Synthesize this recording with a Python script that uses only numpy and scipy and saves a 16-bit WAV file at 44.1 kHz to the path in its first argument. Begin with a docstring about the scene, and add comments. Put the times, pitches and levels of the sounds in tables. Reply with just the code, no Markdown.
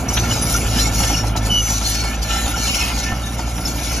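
"""Excavator turning on steel tracks

A diesel excavator turns in an open field, some way off. Its engine labours, then eases: firings pulse the
exhaust and the block clatters, while the slower drone of a second engine idling nearby beats against them.
Track shoes scrape and grind, links drop and clank, dry pins squeal, the hull booms as it settles. Two close
microphone ports hear it all."""
import sys
import numpy as np
from scipy import signal
from scipy.fft import rfft, irfft, next_fast_len
from scipy.io import wavfile
from scipy.ndimage import uniform_filter1d, map_coordinates

SR = 44100
rng = np.random.default_rng(int(sys.argv[2]) if len(sys.argv) > 2 else 0)


def pcm_store(signal):
    """Save signal as 16-bit PCM."""
    levels = np.round(np.clip(np.atleast_2d(signal), -1, 1) * 32767)
    wavfile.write(sys.argv[1], SR, levels.astype(np.int16).T)


N = 176400


def amp(db):
    """Decibels to gain."""
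    return 10 ** (np.asarray(db) / 20)


def unit(x):
    """Scale to rms 1."""
    return x / np.sqrt(np.mean(x ** 2) + 1e-20)


def along(points, hz):
    """Interpolate (frequency [Hz], value) points on a log axis."""
    f, v = np.transpose(points)
    return np.interp(np.log(hz + 1), np.log(f + 1), v)


def curve(points):
    """Interpolate (time [s], value) points at every sample."""
    return np.interp(np.arange(N) / SR, *np.transpose(points))


def wobble(rate_hz):
    """Smooth random curve, rate_hz knots a second."""
    return map_coordinates(rng.standard_normal(8192), [np.arange(N) * rate_hz / SR], mode="wrap")


def noise_pair():
    """Two independent white noises."""
    return rng.standard_normal((2, N))


def filtered(x, response):
    """Apply a frequency response."""
    size = next_fast_len(N + 8192)
    return irfft(rfft(x, size) * response(np.fft.rfftfreq(size, 1 / SR)), size)[..., :N]


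def tone(points):
    """Response from (frequency [Hz], gain [dB]) points."""
    return lambda hz: amp(along(points, hz))


# (frequency [Hz], left-right coherence [0-1])
COHERENCE = [(60, .993), (300, .985), (800, .94), (1400, .87), (2900, .84), (4200, .55), (5100, .5),
             (5900, .88), (7200, .82), (7900, .998), (8700, .998), (9600, .82), (11500, .99), (13200, .8),
             (14300, .995)]

def spread(pair, response):
    """Mix two independent signals into a coloured, partly coherent stereo pair of rms 1."""
    def mid_side(hz):
        angle = np.arccos(np.clip(along(COHERENCE, hz), -1, 1)) / 2
        return response(hz) * np.array([np.cos(angle), np.sin(angle)])
    mid, side = filtered(pair, mid_side)
    return unit(np.array([mid + side, mid - side]))


# (time [s], firing rate [Hz])
FIRING_HZ = [(0, 58), (.25, 57.7), (.6, 55.7), (1.1, 54.8), (1.5, 53.8), (1.9, 55), (2.2, 55.7), (2.5, 58),
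             (2.85, 57.7), (3.1, 58.3), (3.35, 57.9), (4, 58.4)]

def firing_count():
    """Running count of cylinder firings; the engine slows under load."""
    return np.cumsum(curve(FIRING_HZ) * (1 + 0.0034 * wobble(14))) / SR


# (time [s], relative level [dB])
LOAD_DB = [(0, -30), (.2, -24), (.45, -28), (.75, -22), (1.2, -23.5), (1.48, -20.5), (1.62, -26),
           (2.1, -24.5), (2.8, -25.5), (3.4, -26.5), (4, -25)]
OCTAVE_DB = [(0, -34), (.18, -23.5), (.4, -25.5), (.7, -23), (1.47, -21), (1.7, -27), (2, -28.5),
             (2.8, -36), (3.02, -31), (3.4, -29.5), (4, -33)]
# (multiple of firing rate, level re load [dB])
WEAK_ORDERS = [(3, -15), (4, -17.5), (5, -17), (6, -24)]
# (frequency [Hz], level re load [dB])
DRONE_PARTIALS = [(48.2, -12), (34.4, -22), (69, -17), (102.5, -16)]

def exhaust(firings):
    """Harmonics sum to one pulse a firing; a fixed-pitch drone beats against them."""
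    def partial(cycles, waver_db):
        return -np.sqrt(2) * np.cos(2 * np.pi * cycles) * amp(waver_db * wobble(18))
    t = np.arange(N) / SR
    orders = sum(amp(db) * partial(k * firings, waver_db=3) for k, db in WEAK_ORDERS)
    fundamental = amp(1) * partial(firings, waver_db=0.94)
    octave = amp(curve(OCTAVE_DB) - 3.5) * partial(2 * firings, waver_db=1.6)
    drone = sum(amp(db) * partial(hz * t, waver_db=4) for hz, db in DRONE_PARTIALS)
    return amp(curve(LOAD_DB)) * (fundamental + orders + drone) + octave


# (time [s], relative level [dB])
RUMBLE_DB = [(0, -25), (1.25, -27.5), (1.43, -30.5), (1.49, -24), (1.58, -32.5), (2.8, -30), (3.5, -31.5),
             (4, -30)]
# (frequency [Hz], gain [dB])
RUMBLE_EQ = [(15, -42), (28, -22), (40, 2), (70, 3.5), (125, -1), (160, -1), (250, -1.5), (330, -6.5),
             (450, -12.5), (700, -14.5), (1500, -29.5), (4000, -72)]
CLATTER_EQ = [(200, -50), (450, -2), (540, 3), (780, 5), (900, 1.5), (1020, 0), (1230, -4.5), (1360, 4.5),
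              (1550, -5), (1900, -11.5), (2300, -5.5), (3500, -17), (6000, -19), (15000, -66)]

def combustion(firings, puff_db=1, uneven_db=0.5):
    """Each firing puffs gas from the pipe; the block clatters unevenly over its four cylinders."""
    puffs_db = puff_db * np.cos(2 * np.pi * firings)
    cylinders_db = -uneven_db * np.cos(2 * np.pi * firings / 4)
    rumble = spread(noise_pair() * amp(puffs_db + wobble(25.09)), tone(RUMBLE_EQ))
    clatter = spread(noise_pair() * amp(cylinders_db + 1.2 * wobble(35.61)), tone(CLATTER_EQ))
    rumble_db = curve(RUMBLE_DB) + 1.5
    clatter_db = -33.5 + 0.66 * (rumble_db - rumble_db.mean())
    return amp(rumble_db) * rumble + amp(clatter_db) * clatter


def friction(ring_db, grain_db, catch_limit_sigma=1.6):
    """Grainy rubbing: narrow resonances catch for a moment and let go."""
    spectra = signal.stft(noise_pair(), nperseg=1024)[2]
    catch = rng.standard_normal(spectra.shape[1:])
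    catch = uniform_filter1d(catch, size=3, axis=0)  # across frequency
    catch = uniform_filter1d(catch, size=6, axis=1)  # across time
    catch_db = ring_db * np.minimum(unit(catch), catch_limit_sigma)
    rubbing = signal.istft(spectra * amp(catch_db), nperseg=1024)[1][:, :N]
    return rubbing * amp(grain_db * wobble(450))


# (time [s], relative level [dB])
SCRAPE_DB = [(0, -34), (.075, -45), (.09, -29), (.17, -28), (.29, -32), (.315, -26), (.48, -28.5),
             (.55, -26), (.6, -30.5), (.72, -26), (.77, -25.5), (.79, -21.5), (.87, -24), (.91, -34),
             (.96, -26.5), (1.06, -23.5), (1.2, -32), (1.235, -38.5), (1.27, -29), (1.355, -52),
             (1.366, -22.5), (1.41, -41.5), (1.455, -25.5), (1.49, -33), (1.62, -33.5), (1.68, -26),
             (1.83, -29), (1.86, -23.5), (2.04, -28.5), (2.21, -41), (2.23, -23.5), (2.265, -37),
             (2.31, -26.5), (2.48, -28.5), (2.555, -34), (2.58, -27.5), (2.82, -24.5), (3.03, -30.5),
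             (3.15, -37.5), (3.37, -35), (3.4, -30.5), (3.44, -39.5), (3.52, -35.5), (3.62, -36.5),
             (3.68, -27.5), (3.74, -34.5), (3.93, -26), (3.98, -29.5)]
HISS_DB = [(0.0, -39), (0.07, -44), (0.15, -33), (0.2, -44), (0.41, -42), (0.43, -27), (0.45, -30),
           (0.58, -26.5), (0.62, -39), (0.82, -33), (0.88, -37), (1.0, -27.5), (1.35, -46), (1.37, -45),
           (1.41, -53), (1.47, -34.5), (1.6, -37), (1.68, -29), (1.82, -42), (1.9, -22), (1.94, -47),
           (2.11, -36.5), (2.21, -61), (2.23, -40), (2.51, -30.5), (2.54, -44), (2.66, -33.5), (3.1, -45),
           (3.32, -41.5), (3.48, -47), (3.64, -34.5), (3.9, -39), (3.93, -25.5), (3.96, -43)]
# (frequency [Hz], gain [dB])
SCRAPE_EQ = [(1000, -28.5), (2500, -9.5), (3400, -8.5), (3970, -3.5), (4130, -6), (4340, 0), (4600, -5.5),
             (4750, -4.5), (5000, -3), (5550, 1.5), (6100, 0), (6750, -2), (7020, 1.5), (7600, -8.5),
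             (9200, -8), (12000, -14), (15500, -19.5)]
HISS_EQ = [(6000, -29), (7800, -38), (9200, 4), (10500, 5), (11700, 3.5), (12800, -4), (13400, -5),
           (14200, 3), (15700, -11)]

def shoe_scrape():
    """Gritty steel shoes rub over the rollers; scrape and high hiss judder together."""
    judder_db = 1.3 * wobble(60)
    scrape = spread(friction(ring_db=6.5, grain_db=1), tone(SCRAPE_EQ)) * amp(curve(SCRAPE_DB) + 2)
    hiss = spread(friction(ring_db=10, grain_db=0.5), tone(HISS_EQ)) * amp(curve(HISS_DB) - 1.5)
    return (scrape + hiss) * amp(judder_db)


# (time [s], relative level [dB])
GRIND_DB = [(0, -38), (.15, -31), (.35, -33.5), (.7, -31.5), (.8, -31), (.92, -36), (1.05, -29.5),
            (1.12, -27), (1.22, -37), (1.55, -34.5), (1.85, -33), (2.08, -31.5), (2.2, -39), (2.33, -27),
            (2.48, -30), (2.6, -32), (2.73, -31.5), (2.85, -24.5), (2.95, -32), (3.1, -30), (3.17, -35.5),
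            (3.6, -38.5), (3.9, -32), (4, -31.5)]
# (frequency [Hz], bandwidth [Hz], gain [dB])
FRAME_MODES = [(800, 110, -3.5), (1377, 78, 1), (1757, 44, -0.5), (2190, 177, 0), (2400, 410, -4),
               (2900, 196, -1), (3550, 500, -10.5)]

def frame_grind():
    """Shoe friction drives the track frame's resonances."""
    def frame(f):
        return sum((-1) ** k * amp(db) * 1j * f * width / (hz * hz - f * f + 1j * f * width)
                   for k, (hz, width, db) in enumerate(FRAME_MODES))
    grind = spread(friction(ring_db=5.5, grain_db=1), frame)
    return grind * amp(curve(GRIND_DB) + 0.5 + 1.66 * wobble(50))


# (time [s], level [dB], relative ring level [dB])
LINK_DROPS = [(0.17, -28.5, 11.5), (.309, -21.5, -8.5), (.363, -25, -19), (.758, -26.5, -4),
              (.784, -29, 6.5), (.86, -23, -16), (.927, -27, -14), (1.001, -18, -17), (1.033, -31, 8),
              (1.097, -20.5, -18), (1.233, -21.5, -16), (1.353, -19, -23), (1.44, -26.5, -16),
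              (1.703, -23.5, -18), (1.81, -22, -11), (1.853, -27.5, -12), (2.037, -23, -15),
              (2.356, -26.5, -7), (2.461, -20, -23), (2.565, -25.5, -24), (2.672, -26, -6),
              (3.118, -22, -23), (3.39, -22, -17), (3.476, -28.5, -16), (3.578, -24, -9), (3.668, -32, -25),
              (3.783, -30, -4)]
# (frequency [Hz], level [dB], T60 [s])
LOW_LINK_MODES = [(539, -13.5, 0.24), (742.5, -9, 0.19), (808.6, -4, 0.11), (890, -7.5, 0.12),
                  (1339, -11, 0.26)]
# (frequency [Hz], gain [dB])
THUD_EQ = [(150, 3), (520, -21), (660, -2), (800, -2.5), (920, 1.5), (1030, -9), (1400, -12.5), (3000, -20),
           (9000, -58)]
RING_EQ = [(600, -44), (1380, 6), (1550, 2.5), (1780, 6.5), (2000, -4.5), (2700, 4), (3600, 7.5),
           (5000, -20), (11000, -26), (15000, -32)]

def link_clanks(rise_s=0.0033, burst_t60_s=0.076, pitch_scatter=0.016):
    """A link drops: a dull thud, its own low modes and a bright, quickly damped ring."""
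    thud = spread(noise_pair(), tone(THUD_EQ))
    ring = spread(noise_pair(), tone(RING_EQ))
    mode_hz, mode_db, mode_t60_s = np.transpose(LOW_LINK_MODES)[:, :, None]
    out = np.zeros((2, N))
    for start_s, db, ring_db in LINK_DROPS:
        start = round(start_s * SR)
        i = np.arange(start, min(start + SR // 4, N))
        t = np.arange(len(i)) / SR
        detune, uneven = rng.standard_normal((2, len(mode_hz), 1))
        hz = mode_hz * (1 + pitch_scatter * detune)
        modes = amp(mode_db + 2 * uneven - 60 * t / mode_t60_s) * np.sin(2 * np.pi * hz * t)
        burst = (amp(4) * thud[:, i] + amp(ring_db + 7) * ring[:, i]) * amp(-60 * t / burst_t60_s)
        attack = 1 - np.exp(-t / rise_s)
        out[:, i] += amp(db) * attack * (burst + modes.sum(axis=0))
    return out


# (time [s], length [s], pitch [Hz], end sag [Hz], level [dB], roughness [0 = clean])
PIN_SLIPS = [(0.081, 0.028, 5800, 0, -17.5, 0.3), (0.114, 0.12, 6000, -150, -27.5, 0.86),
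             (0.133, 0.043, 11300, 0, -25, 1.1), (0.304, 0.033, 2950, -11, -17, 0),
             (0.409, 0.046, 10700, 0, -23, 0.74), (0.502, 0.13, 10300, -12, -32.5, 1.23),
             (0.532, 0.041, 6030, -18, -20, 0.17), (0.54, 0.037, 1428, 0, -16.5, 0.24),
             (0.782, 0.062, 4100, 0, -23, 0.6), (0.845, 0.037, 2177, 0, -24.5, 0.06),
             (.94, 0.2, 5470, 0, -32, .6), (1.062, 0.17, 5920, 118, -30.5, 0.4),
             (1.115, 0.13, 5500, 12, -27, 0.18), (1.143, 0.023, 2870, 0, -14.5, 0.25),
             (1.138, 0.029, 11200, 0, -25, 1.5), (1.49, 0.04, 2980, 0, -21.5, 0.4),
             (1.503, 0.12, 2970, 104, -16.5, 0.04), (1.501, 0.093, 5940, 8, -24.5, 0.07),
             (1.52, 0.036, 5300, 0, -27, .3), (1.553, 0.15, 6080, 0, -25, 0.1),
             (1.667, 0.12, 5900, 6, -26, 0.05), (1.842, 0.046, 4325, 30, -20.5, 0.22),
             (1.87, 0.24, 4320, -30, -32, 0.1), (1.945, 0.11, 4420, 0, -32, 0.17),
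             (2.03, 0.11, 2230, 120, -33, 0.42), (2.12, 0.046, 2530, 2, -34, .9),
             (2.218, 0.078, 4250, 0, -37, 0.3), (2.28, 0.16, 1340, -11, -32, 0.02),
             (2.277, 0.2, 1785, -3, -35, 0.12), (2.292, 0.19, 3970, 40, -35, 0.1),
             (2.29, 0.2, 7080, 5, -31, 0.37), (2.432, 0.13, 3650, 0, -39, 1.05),
             (2.531, 0.045, 1404, -10, -25, 0.17), (2.574, 0.16, 4310, 4, -34, .5),
             (2.66, .21, 2895, 0, -27, 1.2), (2.695, 0.11, 2424, 4, -30.5, 1.2),
             (2.804, 0.06, 2570, 14, -23.5, 0.18), (3.051, 0.097, 1783, -2, -28.5, 0.1),
             (3.22, .09, 3720, 2, -35, 0.9), (3.389, 0.053, 4550, 0, -38, 0.7),
             (3.65, 0.023, 5370, 0, -14.5, 0.07), (3.657, 0.079, 7000, 3, -32, 0.4)]

def pin_squeals(rise_s=0.017, fall_s=0.031, jitter_hz=123, wander_hz=4.3):
    """Dry pins and rollers stick and slip on one resonance, flutter, and bend as they let go."""
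    out = np.zeros((2, N))
    jitter, wander, flutter = wobble(380), wobble(45), wobble(130)
    stereo_drift = np.array([wobble(40.15), wobble(40)])
    for start_s, length_s, hz, sag_hz, db, roughness in PIN_SLIPS:
        i = np.arange(round(start_s * SR), min(round((start_s + length_s) * SR), N))
        t = np.arange(len(i)) / SR
        pitch_hz = hz - sag_hz * (t / length_s) ** 4
        pitch_hz += roughness * jitter_hz * jitter[i] + wander_hz * wander[i]
        phase = 2 * np.pi * np.cumsum(pitch_hz) / SR + roughness * stereo_drift[:, i]
        envelope = np.clip(np.minimum(t / rise_s, (length_s - t) / fall_s), 0, 1)
        flutter_db = (1.1 + 3 * roughness) * flutter[i]
        out[:, i] += np.sqrt(2) * envelope * amp(db + flutter_db) * np.sin(phase)
    return out


# (time [s], level [dB])
HULL_THUMPS = [(.305, -25), (.75, -24), (.855, -27), (1.105, -22.5), (3.385, -29), (3.66, -27)]
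# (frequency [Hz], gain [dB])
HULL_EQ = [(70, -21), (160, -3.5), (290, -3), (450, -18), (1000, -54)]

def hull_thumps(rise_s=0.016):
    """The machine's weight settles on a shoe and the hull booms softly."""
    boom = spread(noise_pair(), tone(HULL_EQ))
    envelope = np.zeros(N)
    for start_s, db in HULL_THUMPS:
        age = np.maximum(np.arange(N) / SR - start_s, 0) / rise_s
        envelope += amp(db) * age * np.exp(1 - age)
    return boom * envelope


def scene():
    """Engine and tracks in open air."""
    firings = firing_count()
    engine = exhaust(firings) + combustion(firings)
    return engine + shoe_scrape() + frame_grind() + link_clanks() + hull_thumps() + pin_squeals()


# (frequency [Hz], left phase lead [rad])
PORT_LEAD_RAD = [(0, 0), (55, -.12), (150, -.12), (420, .3), (620, .05), (1080, 1.1), (1280, -.1),
                 (1800, .6), (2300, .2), (3400, 1.2), (4600, 1.3), (5400, -.5), (6600, -.5), (7900, -3.1),
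                 (8600, -3.15), (10700, -6.2), (12500, -6.35), (14100, -9.4), (16000, -9.45)]
# (frequency [Hz], left minus right [dB])
PORT_BALANCE_DB = [(60, -.5), (160, -1.7), (270, -2.5), (450, 0), (740, -3), (1220, 0), (1800, -2),
                   (2900, -.5), (3800, 2), (5500, 2.7), (7000, 1.5), (7900, 0)]
CUTOFF_HZ = 15800

def record(dry):
    """Two band-limited microphone ports, differing in phase and level."""
    sides = np.array([[.5], [-.5]])
    def ports(hz):
        phase = sides * np.interp(hz, *np.transpose(PORT_LEAD_RAD))
        gain = amp(sides * along(PORT_BALANCE_DB, hz))
        return gain * np.exp(1j * phase) * (hz < CUTOFF_HZ)
    return filtered(dry, ports)


dry = scene()
out = record(dry)
pcm_store(out)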